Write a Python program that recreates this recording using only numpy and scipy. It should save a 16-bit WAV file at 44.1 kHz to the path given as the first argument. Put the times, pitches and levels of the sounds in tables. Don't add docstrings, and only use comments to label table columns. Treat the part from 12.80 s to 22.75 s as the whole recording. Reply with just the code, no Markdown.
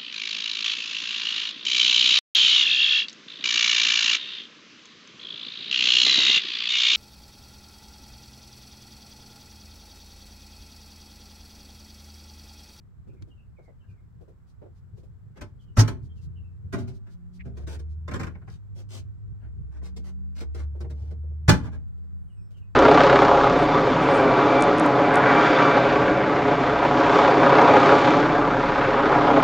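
import sys
import numpy as np
from scipy import signal
from scipy.fft import rfft, irfft
from scipy.io import wavfile
from scipy.ndimage import uniform_filter1d

SR = 44100
rng = np.random.default_rng(int(sys.argv[2]) if len(sys.argv) > 2 else 0)


def pcm_store(signal):
    levels = np.round(np.clip(np.atleast_2d(signal), -1, 1) * 32767)
    wavfile.write(sys.argv[1], SR, levels.astype(np.int16).T)


N = 438794
TIME = np.arange(N) / SR
TAIL = TIME[:SR * 2 // 5]


def from_db(db):
    return np.exp(np.asarray(db) * (np.log(10) / 20))


def rms_one(x):
    return x / np.sqrt(np.mean(x ** 2) + 1e-20)


def crest_one(x, size=512):
    power = uniform_filter1d(np.mean(x ** 2, axis=0), size)
    return x / np.sqrt(power.max() + 1e-20)


def at_hz(points, hz):
    points_hz, values = np.array(points).T
    return np.interp(np.log(hz), np.log(points_hz), values)


def band(x, low_hz, high_hz, order=3):
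    edges_hz = [low_hz, min(high_hz, .45 * SR)]
    return signal.sosfilt(signal.butter(order, edges_hz, "band", fs=SR, output="sos"), x + 1e-18)


def add(out, s, x):
    i = max(round(s * SR), 0)
    out[:, i:i + x.shape[-1]] += x[..., :N - i]


def drift(rate_hz):
    knots = rng.standard_normal(400)
    return np.interp(TIME * rate_hz, np.arange(len(knots)), knots)


def stereo_noise(count=len(TAIL)):
    return rng.standard_normal((2, count))


def spread(mid, side, alike):
    alike = np.clip(alike, -1, 1)
    return np.sqrt(1 + alike) * mid + np.sqrt(1 - alike) * side * [[1], [-1]]


def smooth_noise(spectrum, alike):
    hz = np.maximum(np.arange(N // 2 + 1) * SR / N, 1)
    mid, side = irfft(rfft(stereo_noise(N)) * from_db(at_hz(spectrum, hz)), N)
    return rms_one(spread(mid, side, alike))


# t/s, left-right phase/rad
SWING = [(0, 1.9), (1.52, 1.15), (1.68, 3.6), (1.9, 0.97), (3.3, 1.54), (4.05, 1.35), (4.22, 3.04),
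         (4.52, 2.85), (4.66, 1.64), (5.3, 0.25), (5.8, 2.16), (6.9, 1.8), (7.25, 2.8), (7.62, 2.97),
         (7.86, .4), (8.66, .35), (9.08, 3.03), (9.95, 2.6)]


def half_swing(t):
    return np.interp(t, *np.transpose(SWING)) / 2 * np.array([[1], [-1]])


# f/Hz, relative density/dB
AIR = [(15, -32.5), (25, -7), (69, -0.5), (91, -3.5), (164, -11), (322, -28), (421, -30.5), (552, -35),
       (1410, -35.5), (2630, -50.5), (6920, -57), (7500, -50.5), (9050, -62), (15500, -59)]


def open_air(level_db=-52.7):
    return from_db(level_db) * smooth_noise(AIR, alike=0.13)


# f/Hz, relative density/dB
WIND = [(12, -47.5), (20, -21), (45, -5), (97, 7), (157, -4.5), (192, -11), (304, -30), (352, -20.5),
        (500, -20.5), (650, -50), (1100, -120)]
# t/s, level/dB
GUSTS = [(0, -55.5), (.45, -50), (.8, -59.5), (1.05, -52), (1.7, -55), (2.05, -48), (2.7, -51), (3.2, -45),
         (4.0, -43.5), (4.3, -48), (5.5, -47.5), (6.5, -45), (8.1, -50), (8.9, -45), (9.95, -50)]


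def wind(trim_db=2, lumps_db=4, lumps_hz=21):
    mid, side = rms_one(band(smooth_noise(WIND, alike=0), 12, 340))
    rumble = np.cos(half_swing(TIME)) * mid + np.sin(half_swing(TIME)) * side
    gust_db = np.interp(TIME, *np.transpose(GUSTS))
    return rumble * from_db(gust_db + trim_db + lumps_db * drift(lumps_hz))


# t/s, length/s, start f/Hz, end f/Hz, mid-pull level/dB ahead of trim
PULLS = [(3.08, 1.6, 73.1, 113.1, -39.5), (4.25, 0.64, 172.3, 192.7, -49), (4.58, 1.02, 65.5, 86, -34),
         (5.55, 1.22, 100, 105, -38.5), (6.6, 2.9, 65.56, 81.5, -31), (6.98, .66, 182.8, 191.6, -48),
         (9.1, .45, 189.7, 185.6, -56), (9.42, 0.59, 105, 99.15, -44)]


def far_engine(trim_db=-1, second_db=-24, ends_db=-7.5, fade_s=0.049, waver_db=1.5, waver_hz=.8):
    out = np.zeros((2, N))
    for s, length_s, start_hz, end_hz, db in PULLS:
        t = TIME[TIME < length_s]
        along = t / length_s
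        hz = start_hz + (end_hz - start_hz) * along + waver_hz * drift(12)[:len(t)]
        turn = 2 * np.pi * np.cumsum(hz) / SR
        turn = turn + half_swing(s + t) * (start_hz < 150)
        note = np.sqrt(2) * (np.sin(turn) + from_db(second_db) * np.sin(2 * turn))
        fade = np.minimum(np.minimum(t, length_s - t) / fade_s, 1)
        swell_db = ends_db * (2 * along - 1) ** 2 + waver_db * drift(21)[:len(t)]
        add(out, s, fade * note * from_db(db + trim_db + swell_db))
    return out


# t/s, length/s, f/Hz, peak amplitude/dB
THIN_WHISTLES = [(9.28, .4, 9970, -87), (9.46, 0.26, 8100, -81.5), (9.55, 0.18, 5350, -81)]


def thin_whistles(warble=.008):
    out = np.zeros((2, N))
    for s, length_s, hz, db in THIN_WHISTLES:
        trembling_hz = hz * (1 + warble * drift(200)[:len(TAIL)])
        turn = 2 * np.pi * np.cumsum(trembling_hz) / SR
        swell = np.sin(np.pi * np.minimum(TAIL / length_s, 1))
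        add(out, s, from_db(db) * swell * np.sin(turn))
    return out


# t/s, first note's start f/Hz, first note's level/dB
BIRD_CALLS = [(.275, 2650, -72.5), (.485, 3130, -66), (.76, 2424, -67), (.99, 3160, -73.5),
              (1.01, 1760, -72), (1.08, 2580, -73.5), (2.785, 3300, -71), (3.281, 3300, -68),
              (3.551, 2990, -68), (9.48, 3050, -73.5), (9.73, 3040, -69)]


def bird_calls(warble=.05, length_s=0.051, fall=0.11, echo_s=0.032, echo_gain=0.08):
    second_s, second_drop, second_db = .078, 0.092, -3.5
    out, along = np.zeros((2, N)), np.minimum(TAIL / length_s, 1)
    for s, start_hz, db in BIRD_CALLS:
        for k in range(2):
            glide = 1 - fall * rng.uniform(.7, 1.3) * along
            hz = start_hz * (1 - k * second_drop) * glide * (1 + warble * drift(160)[:len(TAIL)])
            note = np.sin(np.pi * along) * np.sin(2 * np.pi * np.cumsum(hz) / SR)
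            trees = stereo_noise() * np.exp(-TAIL / echo_s) * echo_gain
            trees[:, 0] = 1
            call = signal.fftconvolve(trees, note[None], axes=1)
            add(out, s + k * second_s, from_db(db + k * second_db) * crest_one(call))
    return out


# middle t/s, level/dB ahead of trim
RUSTLES = [(.85, -74), (1.11, -75), (1.70, -69), (1.978, -72), (2.19, -69), (2.829, -70.5), (3.253, -66),
           (3.382, -68), (3.44, -62.5), (4.159, -64.5), (4.326, -64.5), (4.56, -63), (5.118, -69)]


def clothes(trim_db=-5, length_s=.09):
    out = np.zeros((2, N))
    swell = np.sin(np.pi * np.minimum(TAIL / length_s, 1)) ** 2
    for s, db in RUSTLES:
        cloth = band(stereo_noise(), 3400, 6100, order=1)
        add(out, s - length_s / 2, from_db(db + trim_db) * crest_one(cloth * swell))
    return out


def twig(s=.423, db=-55, decay_s=0.004):
    out = np.zeros((2, N))
    snap = band(stereo_noise() * np.exp(-TAIL / decay_s), 700, 5000, order=2)
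    add(out, s, from_db(db) * crest_one(snap))
    return out


# heel t/s, thud level/dB, swish level/dB, boot f/Hz, heel-to-sole/s
STEPS = [(0.275, -48.5, -77, 330, .058), (0.415, -49, -76, 300, .062), (0.789, -48.5, -86, 500, .092),
         (1.412, -48, -75, 440, 0.071), (1.822, -43, -92, 430, .035), (2.175, -50, -72, 400, .058),
         (7.956, -44.5, -77, 420, .07), (8.439, -49.5, -90.5, 422, .07), (9.174, -60.5, -82, 400, 0.068),
         (9.707, -61.5, -70, 400, 0.063)]


def footsteps(thud_trim_db=-4, swish_trim_db=-1, sole_db=-1.5, decay_s=0.022, rise_s=0.007):
    out = np.zeros((2, N))
    hit = (1 - np.exp(-TAIL / rise_s)) * np.exp(-TAIL / decay_s)
    for heel_s, thud_db, swish_db, boot_hz, roll_s in STEPS:
        for s, db in ((heel_s, 0), (heel_s + roll_s, sole_db)):
            boot = band(stereo_noise() * hit, boot_hz / 1.45, boot_hz * 1.253, order=2)
            grass = band(stereo_noise() * hit, 1000, 6000, order=1)
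            add(out, s - rise_s, from_db(thud_db + thud_trim_db + db) * crest_one(boot))
            add(out, s - rise_s / 2, from_db(swish_db + swish_trim_db + db) * crest_one(grass))
    return out


def sole_squeak(s=4.610, hz=2160, width_hz=560, db=-48.5, length_s=0.011):
    grip = np.exp(-((TIME - s) / length_s) ** 2)
    squeak = band(stereo_noise(N), hz - width_hz / 2, hz + width_hz / 2, order=2)
    return from_db(db) * crest_one(grip * squeak)


# f/Hz, relative density/dB
STEEL = [(40, -2), (100, 11.5), (200, 4), (400, 4), (600, -5.5), (1000, -2.5), (1600, 0.5), (2300, -9),
         (5000, -7.5), (7500, -13), (10500, -26.5), (15000, -21.5)]
# f/Hz, correlation
LIKENESS = [(60, 0.47), (130, 0.11), (290, 0.47), (640, .3), (1400, .16), (2600, -0.15), (6800, 0),
            (15000, -0.29)]


def sheet_steel():
    edges_hz = 20 * 2 ** np.arange(0, 9.9, .49)
    white, bands = rng.standard_normal((2, 2, N)), []
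    for k, (low_hz, high_hz) in enumerate(zip(edges_hz, edges_hz[1:])):
        hz = np.sqrt(low_hz * high_hz)
        mid, side = band(white[k % 2], low_hz, high_hz, order=2) * from_db(at_hz(STEEL, hz))
        bands.append((hz, spread(mid, side, at_hz(LIKENESS, hz))))
    return bands


# f/Hz, t60/s
STEEL_T60 = [(60, 0.98), (170, .7), (350, .42), (700, .32), (1400, 0.27), (4000, .21), (12000, .17)]


def panel(steel, tail_db, crack_share=0.33):
    i, dense = rng.integers(SR, N - SR), 0
    for hz, noise in steel:
        fall_db = -60 * TAIL / at_hz(STEEL_T60, hz)
        decay = from_db(fall_db / crack_share) + from_db(fall_db + tail_db)
        dense = dense + noise[:, i:i + len(TAIL)] * decay
    return dense


def slips(per_s, spread_db):
    count = len(TAIL)
    size = np.minimum(rng.exponential(1, count), 4)
    sign = rng.choice([-1, 1], count)
    return (rng.random(count) < per_s / SR) * from_db(spread_db * size) * sign


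def drive(steel, force, tail_db):
    return signal.fftconvolve(panel(steel, tail_db), force[None], axes=1)[:, :len(TAIL)]


def ringing(modes, uneven_db=1.5):
    rings = 0
    for hz, db, t60_s in modes:
        turn = 2 * np.pi * (hz * TAIL + rng.random()) + rng.normal(0, 0.64, (2, 1))
        mode_db = db + rng.normal(0, uneven_db) - 60 * TAIL / t60_s
        rings = rings + from_db(mode_db) * np.sin(turn)
    return rings


# low f/Hz, high f/Hz
REGISTERS = [(40, 250), (250, 800), (800, 2500), (2500, 15500)]


def add_registers(out, s, sound, registers, levels_db):
    for (low_hz, high_hz), db in zip(registers, levels_db):
        add(out, s, from_db(db) * crest_one(band(sound, low_hz, high_hz)))


def blows(rows, steel, modes, modes_db, tail_db, press_s, register_db):
    out, press = np.zeros((2, N)), TAIL / press_s
    for s, strength_db, weight_db, hardness_db in rows:
        force = slips(per_s=2200, spread_db=3.0) * press ** 2 * np.exp(-press)
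        dense = drive(steel, force, tail_db)
        rings = ringing(modes) * (1 - np.exp(-press / 2)) ** 2
        sound = rms_one(dense) + from_db(modes_db) * rms_one(rings)
        lifts_db = np.array([weight_db, weight_db / 2, 0, hardness_db])
        levels_db = strength_db + lifts_db + register_db
        add_registers(out, s - 2 * press_s, sound, REGISTERS, levels_db)
    return out


# middle t/s, strength/dB, weight/dB, hardness/dB, length/s
SCRAPES = [(2.575, -50, 0, -22, .06), (4.8, -53, 4, -12.5, .11), (4.918, -42, -2, -8, .11),
           (5.72, -55.5, -15, -3.5, .11), (5.987, -53, 2, -4.5, 0.085), (6.147, -45, -1, -1, .13),
           (6.643, -54.5, -4, -29.5, 0.098), (6.952, -52.5, -.5, -17, .1), (7.06, -47, -6, -7, .078),
           (7.271, -49.5, -0.5, -8.5, 0.077), (7.595, -40, -2, -7.5, 0.094), (7.795, -42, -2, -13.5, .11),
           (8.236, -61, 9, -5, .2)]


def scrapes(steel, register_db=(-3, -9, -2)):
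    out = np.zeros((2, N))
    for s, strength_db, weight_db, hardness_db, length_s in SCRAPES:
        stroke = np.sin(np.pi * np.minimum(TAIL / length_s, 1))
        sound = drive(steel, slips(per_s=900, spread_db=3) * stroke, tail_db=-21.5)
        levels_db = strength_db + np.array([weight_db, 0, hardness_db]) + register_db
        add_registers(out, s - length_s / 2, sound, REGISTERS[1:], levels_db)
    return out


# t/s, strength/dB, weight/dB, hardness/dB
CAB_BLOWS = [(4.773, -53, 6.5, -8.5), (4.874, -43.5, -1, -10), (4.993, -52, -0.5, -7), (7.02, -56, 7, -28),
             (7.168, -54, 8, 1), (7.614, -49.5, 8, -19), (7.749, -45, -2.5, -10), (8.008, -46, 3, -10.5),
             (8.046, -53, 15.5, -24), (8.104, -52.5, 4, -7.5), (8.31, -55.5, 14, -11.5)]
# f/Hz, relative level/dB, t60/s
CAB_MODES = [(162.6, 0, .22), (345, 1.5, .17), (400, -1, .12), (462, -3, 0.21), (637, -6, .1),
             (1535, -7, 0.099), (1890, -7, .08)]


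def cab_knocks(steel):
    return blows(CAB_BLOWS, steel, CAB_MODES, modes_db=-4.0, tail_db=-17, press_s=.004,
                 register_db=(0, 3, -5.5, 0.5))


# t/s, strength/dB, weight/dB, hardness/dB
FENDER_BLOWS = [(3.932, -27.5, 0, -22.5), (3.989, -47.5, 11.5, -10.5), (4.079, -51.5, 11, -10.5),
                (4.27, -55, -7, -24), (4.655, -51, 16, -22.5)]
# f/Hz, relative level/dB, t60/s
FENDER_MODES = [(121.6, 0, 0.46), (239.3, -3.5, 0.5), (378, 2, 0.32), (399.2, 1.5, 0.34), (673, -5, 0.24),
                (1134, -12, 0.18), (1425, -8, 0.3), (1540, -2, 0.13), (2040, -16, .24)]


def fender_knocks(steel):
    return blows(FENDER_BLOWS, steel, FENDER_MODES, modes_db=-1.5, tail_db=1, press_s=0.0055,
                 register_db=(0, -1, -7.5, 4))


# t/s, strength/dB
CREAKS = [(5.281, -34), (5.314, -34), (5.338, -29.5), (5.357, -33), (5.397, -31.5), (5.409, -34),
          (5.434, -32), (5.468, -36), (5.552, -48), (5.618, -53.5), (5.678, -46.5)]
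# f/Hz, relative level/dB, t60/s
CREAK_MODES = [(163.2, -0.5, 0.26), (340, -4, 0.18), (463.5, -1, 0.13), (1051, 0.5, 0.1), (1407, -6, 0.14),
               (1580, -5, 0.082), (1830, -6.5, 0.084), (5420, -6, 0.085), (7580, -7.5, 0.083)]


def creaks(steel, weight_db=-2, hardest_db=-14.5, dulling=0.78):
    strongest_db = max(db for s, db in CREAKS)
    jerks = [(s, db, weight_db, hardest_db + dulling * (db - strongest_db)) for s, db in CREAKS]
    return blows(jerks, steel, CREAK_MODES, modes_db=-6, tail_db=-10.5, press_s=.003,
                 register_db=(-0.5, -4.5, -6, -1.5))


def door_rattle(steel, s=8.815, shake_hz=11.9, t60_s=0.72, length_s=0.18,
                register_db=(-37, -44.5, -48, -60)):
    swing = np.sin(np.pi * shake_hz * TAIL) ** 2
    shake = swing * from_db(-60 * TAIL / t60_s) * (TAIL < length_s)
    sound = drive(steel, slips(per_s=1600, spread_db=2.5) * shake, tail_db=-13)
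    out = np.zeros((2, N))
    add_registers(out, s, sound, REGISTERS, register_db)
    return out


# f/Hz, width/Hz, relative level/dB
SCREECH = [(4670, 460, -2), (5330, 203, -3), (5577, 76.3, -0.5), (6340, 41, -0.5)]


def door_screech(s=3.004, length_s=0.019, db=-24, lead_s=.1):
    out, rub, screech = np.zeros((2, N)), stereo_noise(), 0
    for hz, width_hz, band_db in SCREECH:
        narrow = band(rub, hz - width_hz / 2, hz + width_hz / 2, order=1)
        screech = screech + from_db(band_db) * rms_one(narrow)
    grip = np.exp(-((TAIL - lead_s) / length_s) ** 2)
    add(out, s - lead_s, from_db(db) * crest_one(screech * grip))
    return out


# t/s, f/Hz, level/dB, swell/s, t60/s
BOOMS = [(2.982, 109, 6, .016, .17), (2.975, 43, -16.5, 0.0062, 0.27), (8.683, 104, -1.5, .005, .11),
         (8.685, 152, -8, 0.0024, 0.11), (8.684, 62, -21, .005, .3), (8.835, 104, -26, 0.0093, 0.27)]


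def door_skin():
    out = np.zeros((2, N))
    for s, hz, db, swell_s, t60_s in BOOMS:
        swell = 1 - np.exp(-TAIL / swell_s)
        decay = from_db(db - 60 * TAIL / t60_s)
        add(out, s, -decay * swell * np.sin(2 * np.pi * hz * TAIL))
    return out


# t/s, strength/dB, weight/dB, hardness/dB
DOOR_BLOWS = [(2.572, -49, -1, -11), (2.613, -36, -.5, -10), (2.971, -20, -5, -12), (2.992, -17, -5, -7),
              (3.08, -28, -4, -8), (8.683, -13.5, -5.5, -11.5), (8.691, -8, -8, -6.5),
              (8.734, -25.5, -7, -15.5)]
# f/Hz, relative level/dB, t60/s
DOOR_MODES = [(233, -4, .18), (371, -0.5, 0.18), (589, -0.5, 0.17), (862, -3, .2), (931, -5, .12),
              (1069, -5.5, .18), (1309, -1, .13), (1410, -2, .13), (1550, -1.5, .13), (1735, -3, 0.14),
              (2130, -10, .12), (2564, -10, .11), (2900, -11.5, .12), (5640, -13, 0.087)]


def door_blows(steel):
    return blows(DOOR_BLOWS, steel, DOOR_MODES, modes_db=-8, tail_db=-10, press_s=.0028,
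                 register_db=(0.5, -5.5, -7, -4))


def scene():
    steel = sheet_steel()
    background = open_air() + wind() + far_engine() + thin_whistles() + bird_calls()
    man = clothes() + twig() + footsteps() + sole_squeak()
    truck = scrapes(steel) + cab_knocks(steel) + fender_knocks(steel) + creaks(steel)
    door = door_rattle(steel) + door_screech() + door_skin() + door_blows(steel)
    return background + man + truck + door


def record(dry, top=0.89, cutoff_hz=15900):
    rounded = top * np.tanh(dry / top)
    return signal.sosfilt(signal.ellip(10, .1, 80, cutoff_hz, fs=SR, output="sos"), rounded)


dry = scene()
out = record(dry)
pcm_store(out)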